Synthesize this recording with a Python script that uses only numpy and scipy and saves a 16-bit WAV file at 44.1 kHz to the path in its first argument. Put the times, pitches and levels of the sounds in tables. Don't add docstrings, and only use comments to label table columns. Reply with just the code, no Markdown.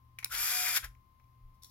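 import sys
import numpy as np
from scipy import signal
from scipy.fft import rfft, irfft
from scipy.io import wavfile
from scipy.ndimage import uniform_filter1d

SR = 44100
rng = np.random.default_rng(int(sys.argv[2]) if len(sys.argv) > 2 else 0)


def master_out(mix):
    frames = np.transpose(np.atleast_2d(mix))
    ceiling = np.clip(frames, -1, 1)
    pcm = np.round(ceiling * 32767).astype(np.int16)
    wavfile.write(sys.argv[1], SR, pcm)


N = 74970

# t/s, speed/(turns per s)
SHAFT_SPEED = [(0.3, 175), (0.322, 203.5), (0.35, 217), (0.376, 231), (0.402, 238.2), (0.49, 239.1),
               (0.55, 241), (0.66, 241.3), (0.735, 238), (0.76, 234), (0.8, 200), (0.82, 140), (0.845, 190),
               (0.88, 110)]
# t/s, rattle level/dB, treble rasp level/dB
GEAR_LEVELS = [(0.295,-61,-63), (0.321,-47.5,-41), (0.343,-37,-39.5), (0.375,-42.5,-37.5), (0.42,-39.5,-35),
               (0.52,-39,-33), (0.645,-39.5,-35), (0.69,-37.5,-33.5), (0.729,-40.5,-37), (0.758,-35.5,-31),
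               (0.776,-28,-28), (0.795,-51,-59), (0.821,-66.5,-57.5), (0.829,-48,-73), (0.845,-46,-42.5),
               (0.885,-63.5,-76)]
# f/Hz, gain/dB
GEAR_BODY = [(150, -35), (350, -22), (600, -15.5), (1100, -9), (1400, 1), (1900, -1), (2200, -1),
             (2400, -0.5), (2900, -6.5), (3500, -2.5), (4050, -10), (4750, -6.5), (5500, -5), (6500, -11),
             (7300, -3.5), (8200, -16), (9100, -11), (9600, -6), (10600, -4.5), (11400, -3.5),
             (12500, -3.5), (13200, -11), (14000, -8.5), (15700, -19.5)]
WHINE_LINES = {1: -70, 4: -57, 5: -56, 6: -53, 7: -59, 8: -57, 9: -53, 10: -43, 20: -44, 30: -50}
# t/s, level/dB
POLE_HUM = [(0.35, -72), (0.39, -58.5), (0.47, -66), (0.52, -53), (0.63, -46), (0.69, -56), (0.74, -54),
            (0.8, -86.5)]
# t/s, level/dB
PINION_RING = [(0.32, -79), (0.41, -38.5), (0.56, -45), (0.68, -48), (0.76, -51)]
# middle t/s, half length/s, f/Hz, width/Hz, level/dB
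GROANS = [(0.324, 0.012, 1425, 205, -43.5), (0.674, 0.022, 2050, 830, -40),
          (0.847, 0.011, 1600, 700, -47.5)]
# t/s, level/dB, tilt/(dB per octave), t60/s
LATCH_CLICKS = [(0.2453, -18.5, 2, .009), (0.3505, -29.5, -1, .012), (0.5035, -28, -1.5, .009),
                (0.7638, -26.5, -.5, .012), (0.773, -24, -.5, .012), (0.8435, -42, -2, .012)]
# f/Hz, gain/dB
LATCH_BODY = [(150, -22), (600, -19), (1200, -6), (1750, -1.5), (2300, 3.5), (3000, -7.5), (3500, -3.5),
              (4300, 1), (4750, -2), (5300, 9.5), (6300, -13.5), (7300, -3), (8400, -15), (9700, 6),
              (12000, -4), (13200, -6.5), (14000, -6), (15300, -6.5)]
# t/s, level/dB, tilt/(dB per octave), t60/s
THUMB_TAPS = [(0.184, -61, -1, 0.02), (0.1872, -36, 4.5, 0.013), (0.1903, -42.5, 4, 0.038),
              (0.2, -55, 5, .12), (0.2275, -42.5, 0.5, 0.046), (0.2352, -47, -2, .012),
              (0.2572, -43, -4, 0.036), (0.9502, -60.5, -1, 0.016), (1.1977, -66.5, 0.5, 0.03),
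              (1.2406, -71, 6, 0.029)]
# f/Hz, gain/dB
COVER_BODY = [(150, -11), (600, -17), (1200, -4), (1750, -2), (2300, 8), (3000, -9), (4300, -16),
              (6000, -13), (8400, -26.5), (10500, -16), (15000, -28)]
# t/s, level/dB, attack/s, t60/s
BRUSHES = [(1.536, -77, 0.013, 0.094), (1.62, -56.5, 0.0038, 0.085), (1.633, -46, 0.0014, 0.014),
           (1.6438, -47.5, .0015, 0.038), (1.656, -61.5, 0.0022, 0.33), (1.695, -68, 0.0022, .03)]
# f/Hz, gain/dB
BACK_BODY = [(500, -19), (2000, -17.5), (3000, -15), (3600, 0), (5200, -3.5), (5600, 9), (6100, -8),
             (7500, -3.5), (8200, -7), (10500, -1), (12000, -1), (13000, -6), (15500, -6.5)]
# t/s, level/dB, f/Hz, t60/s
BUMPS = [(0.33, -54, 40, .25), (0.39, -55, 45, .15), (0.828, -44, 46, .33), (1.42, -45, 32, .33)]
# f/Hz, left minus right/dB
CAMERA_BALANCE = [(200, 3), (700, 3.5), (1300, 5), (4400, 7), (8000, 6.5), (11000, -0.5), (15000, 0.5)]
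# t/s, level/dB
MAINS_HUM = [(0, -67.5), (0.2, -62.5), (0.42, -66.5), (0.55, -71), (0.9, -61.5), (1.0, -65), (1.06, -105),
             (1.11, -104), (1.2, -69.5), (1.42, -62.5), (1.58, -67.5), (1.7, -71.5)]
# f/Hz, level/dB, left minus right/dB
ROOM_TONES = [(64.3, -78, -6), (77, -71, 7.5), (1044, -78, 23.5), (1243, -96, 15.5), (2100, -95.5, 15.5)]
# f/Hz, gain/dB
AIR_SPECTRUM = [(25, -16), (48, -0.5), (110, -9), (160, -16.5), (230, -18.5), (400, -31), (700, -32.5),
                (1050, -22.5), (1400, -37), (2150, -35), (2800, -36.5), (5500, -41.5), (8200, -49.5),
                (12000, -37.5), (15500, -40)]

LOW_PAN_DB = 2


def motor(wobble=.002, flutter_db=2.5, whine_db_per_octave=55, pinion_hz=12120):
    t = clock()
    speed = curve(SHAFT_SPEED) * (1 + wobble * wander(70))
    turns = np.cumsum(speed) / SR
    whine = sum(undb(db + flutter_db * wander(50)) * np.sin(2 * np.pi * multiple * turns)
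                for multiple, db in WHINE_LINES.items())
    whine *= undb(whine_db_per_octave * np.log2(speed / speed.max()))
    poles = undb(curve(POLE_HUM)) * np.sin(2 * np.pi * 3 * turns)
    pinion = undb(curve(PINION_RING)) * np.array([narrow_noise(pinion_hz, width_hz=800) for _ in range(2)])
    powered = uniform_filter1d(1. * ((t > POLE_HUM[0][0]) & (t < POLE_HUM[-1][0])), size=900)
    median_rasp_db = np.median(np.array(GEAR_LEVELS)[:, 2])
    load = np.minimum(undb(curve(GEAR_LEVELS, column=2) - median_rasp_db), 1)
    return gears(turns) + powered * (whine * load + poles + pinion) + groans()


def gears(turns, teeth=10, jitter_teeth=.24, scatter_db=4, wear_db=1.5, slide_db=3, split_hz=4200):
    mesh = teeth * turns
    tooth = np.arange(int(mesh[-1]))
    wear = rng.standard_normal(teeth)
    slide = spread_noise() * (1 + np.cos(2 * np.pi * mesh) / 2)
    mistiming, scatter = rng.standard_normal((N // 10, 2))[:len(tooth)].T
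    landing = np.interp(tooth + jitter_teeth * mistiming, mesh, np.arange(N))
    strength = undb(scatter_db * scatter + wear_db * wear[tooth % teeth])
    impacts = np.bincount(np.round(landing).astype(int), strength, N)
    throb = 1 + .18 * np.cos(2 * np.pi * 4 * turns)
    force = (unit(impacts - impacts.mean()) + undb(slide_db) * slide) * throb
    body = rfft(colour(force, shape(GEAR_BODY)), 2 * N)
    treble_ratio = (freqs() / split_hz) ** 8
    low = body / (1 + treble_ratio)
    rattle = unit(irfft(low)[:, :N]) * undb(curve(GEAR_LEVELS) - 2.5)
    rasp = unit(irfft(low * treble_ratio)[:, :N]) * undb(curve(GEAR_LEVELS, column=2) + .5)
    running = (clock() > GEAR_LEVELS[0][0]) & (clock() < GEAR_LEVELS[-1][0])
    return running * (rattle + rasp)


def groans():
    return sum(narrow_noise(hz, width) * undb(db) * np.exp(-((clock() - middle) / half_length) ** 2 / 2)
               for middle, half_length, hz, width, db in GROANS)


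def clicks(events, body, crack=2.2):
    out = 0
    for start, db, tilt, t60 in events:
        ring_db = shape(body) + tilt * np.log2(np.maximum(freqs(), 1000))
        ring_db -= 10 * np.log10(np.mean(undb(ring_db) ** 2))
        chatter = spread_noise() * strike(start, .0002, t60)
        contact = crack * (np.arange(N) == int(start * SR))
        out += undb(db) * colour(chatter + contact, ring_db)
    return out


def finger_brushes():
    touch = sum(undb(db) * strike(start, attack, t60) for start, db, attack, t60 in BRUSHES)
    return touch * unit(colour(spread_noise(), shape(BACK_BODY)))


def hand_bumps(attack_s=.02):
    out = 0
    for start, db, hz, t60 in BUMPS:
        thud = np.sin(2 * np.pi * hz * (clock() - start)) + .5 * narrow_noise(hz, width_hz=30)
        out += undb(db) * strike(start, attack_s, t60) * thud
    return pan(out, LOW_PAN_DB)


def room(x, right_lag_s=.00007, walls_db=-14.5, t60_s=.22):
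    delay = np.exp(-2j * np.pi * freqs() * right_lag_s)
    direct = np.array([x[0], irfft(rfft(x[1], 2 * N) * delay)[:N]])
    walls = unit(rng.standard_normal((2, N)) * strike(.003, .004, t60_s)) / np.sqrt(N)
    left, right = direct + undb(walls_db) * signal.fftconvolve(x, walls, axes=1)[:, :N]
    side_db = shape(CAMERA_BALANCE) / 2
    return np.array([colour(left, side_db), colour(right, -side_db)])


def mains_hum(hz=119.9):
    return pan(np.sqrt(2) * undb(curve(MAINS_HUM)) * np.sin(2 * np.pi * hz * clock()), LOW_PAN_DB)


def room_tones(waver_db=1, drift_hz=.8):
    out = 0
    for hz, db, side_db in ROOM_TONES:
        amplitude = np.sqrt(2) * undb(db + waver_db * wander(2))
        cycles = np.cumsum(hz + drift_hz * wander(3.8)) / SR
        out += pan(amplitude * np.sin(2 * np.pi * cycles), side_db)
    return out


def room_air(level_db=-66, wide_above_hz=495):
    apart = 1 / (1 + (wide_above_hz / freqs()) ** 2)
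    shared = colour(rng.standard_normal(N), shape(AIR_SPECTRUM) + 10 * np.log10(1 - apart))
    wide = colour(rng.standard_normal((2, N)), shape(AIR_SPECTRUM) + 10 * np.log10(apart))
    return undb(level_db) * unit(pan(shared, LOW_PAN_DB) + wide)


def spread_noise(unshared=.58):
    return np.sqrt(1 - unshared) * rng.standard_normal(N) + np.sqrt(unshared) * rng.standard_normal((2, N))


def narrow_noise(hz, width_hz):
    resonance_db = -20 * np.log10(1 + (2 * (freqs() - hz) / width_hz) ** 2)
    return unit(colour(rng.standard_normal(N), resonance_db))


def strike(start, attack, t60):
    age = clock() - start
    return np.clip(age / attack, 0, 1) * np.exp(-np.log(1000) * np.maximum(age - attack, 0) / t60)


def wander(per_s):
    hold = int(SR / per_s)
    steps = np.repeat(rng.standard_normal(N // hold + 1), hold)
    return 1.3 * uniform_filter1d(uniform_filter1d(steps, hold), hold)[:N]


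def colour(x, db):
    cepstrum = irfft(np.log(undb(db)))
    cepstrum[1:N] *= 2
    cepstrum[N + 1:] = 0
    return irfft(rfft(x, 2 * N) * np.exp(rfft(cepstrum)))[..., :N]


def shape(points):
    hz, db = np.array(points).T
    return np.interp(np.log(freqs()), np.log(hz), db)


def curve(table, column=1):
    rows = np.array(table)
    return np.interp(clock(), rows[:, 0], rows[:, column])


def pan(x, db):
    return x * undb(np.array([[db], [-db]]) / 2)


def undb(db):
    return 10 ** (np.asarray(db) / 20)


def unit(x):
    return x / np.sqrt(np.mean(x ** 2))


def clock():
    return np.arange(N) / SR


def freqs():
    return np.maximum(np.arange(N + 1) * SR / (2 * N), 1)


def scene():
    camera = motor() + clicks(LATCH_CLICKS, LATCH_BODY) + clicks(THUMB_TAPS, COVER_BODY)
    return room(camera + finger_brushes()) + hand_bumps() + mains_hum() + room_tones() + room_air()


def record(dry):
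    return signal.sosfilt(signal.ellip(10, .2, 80, 15900, fs=SR, output="sos"), dry)


dry = scene()
out = record(dry)
master_out(out)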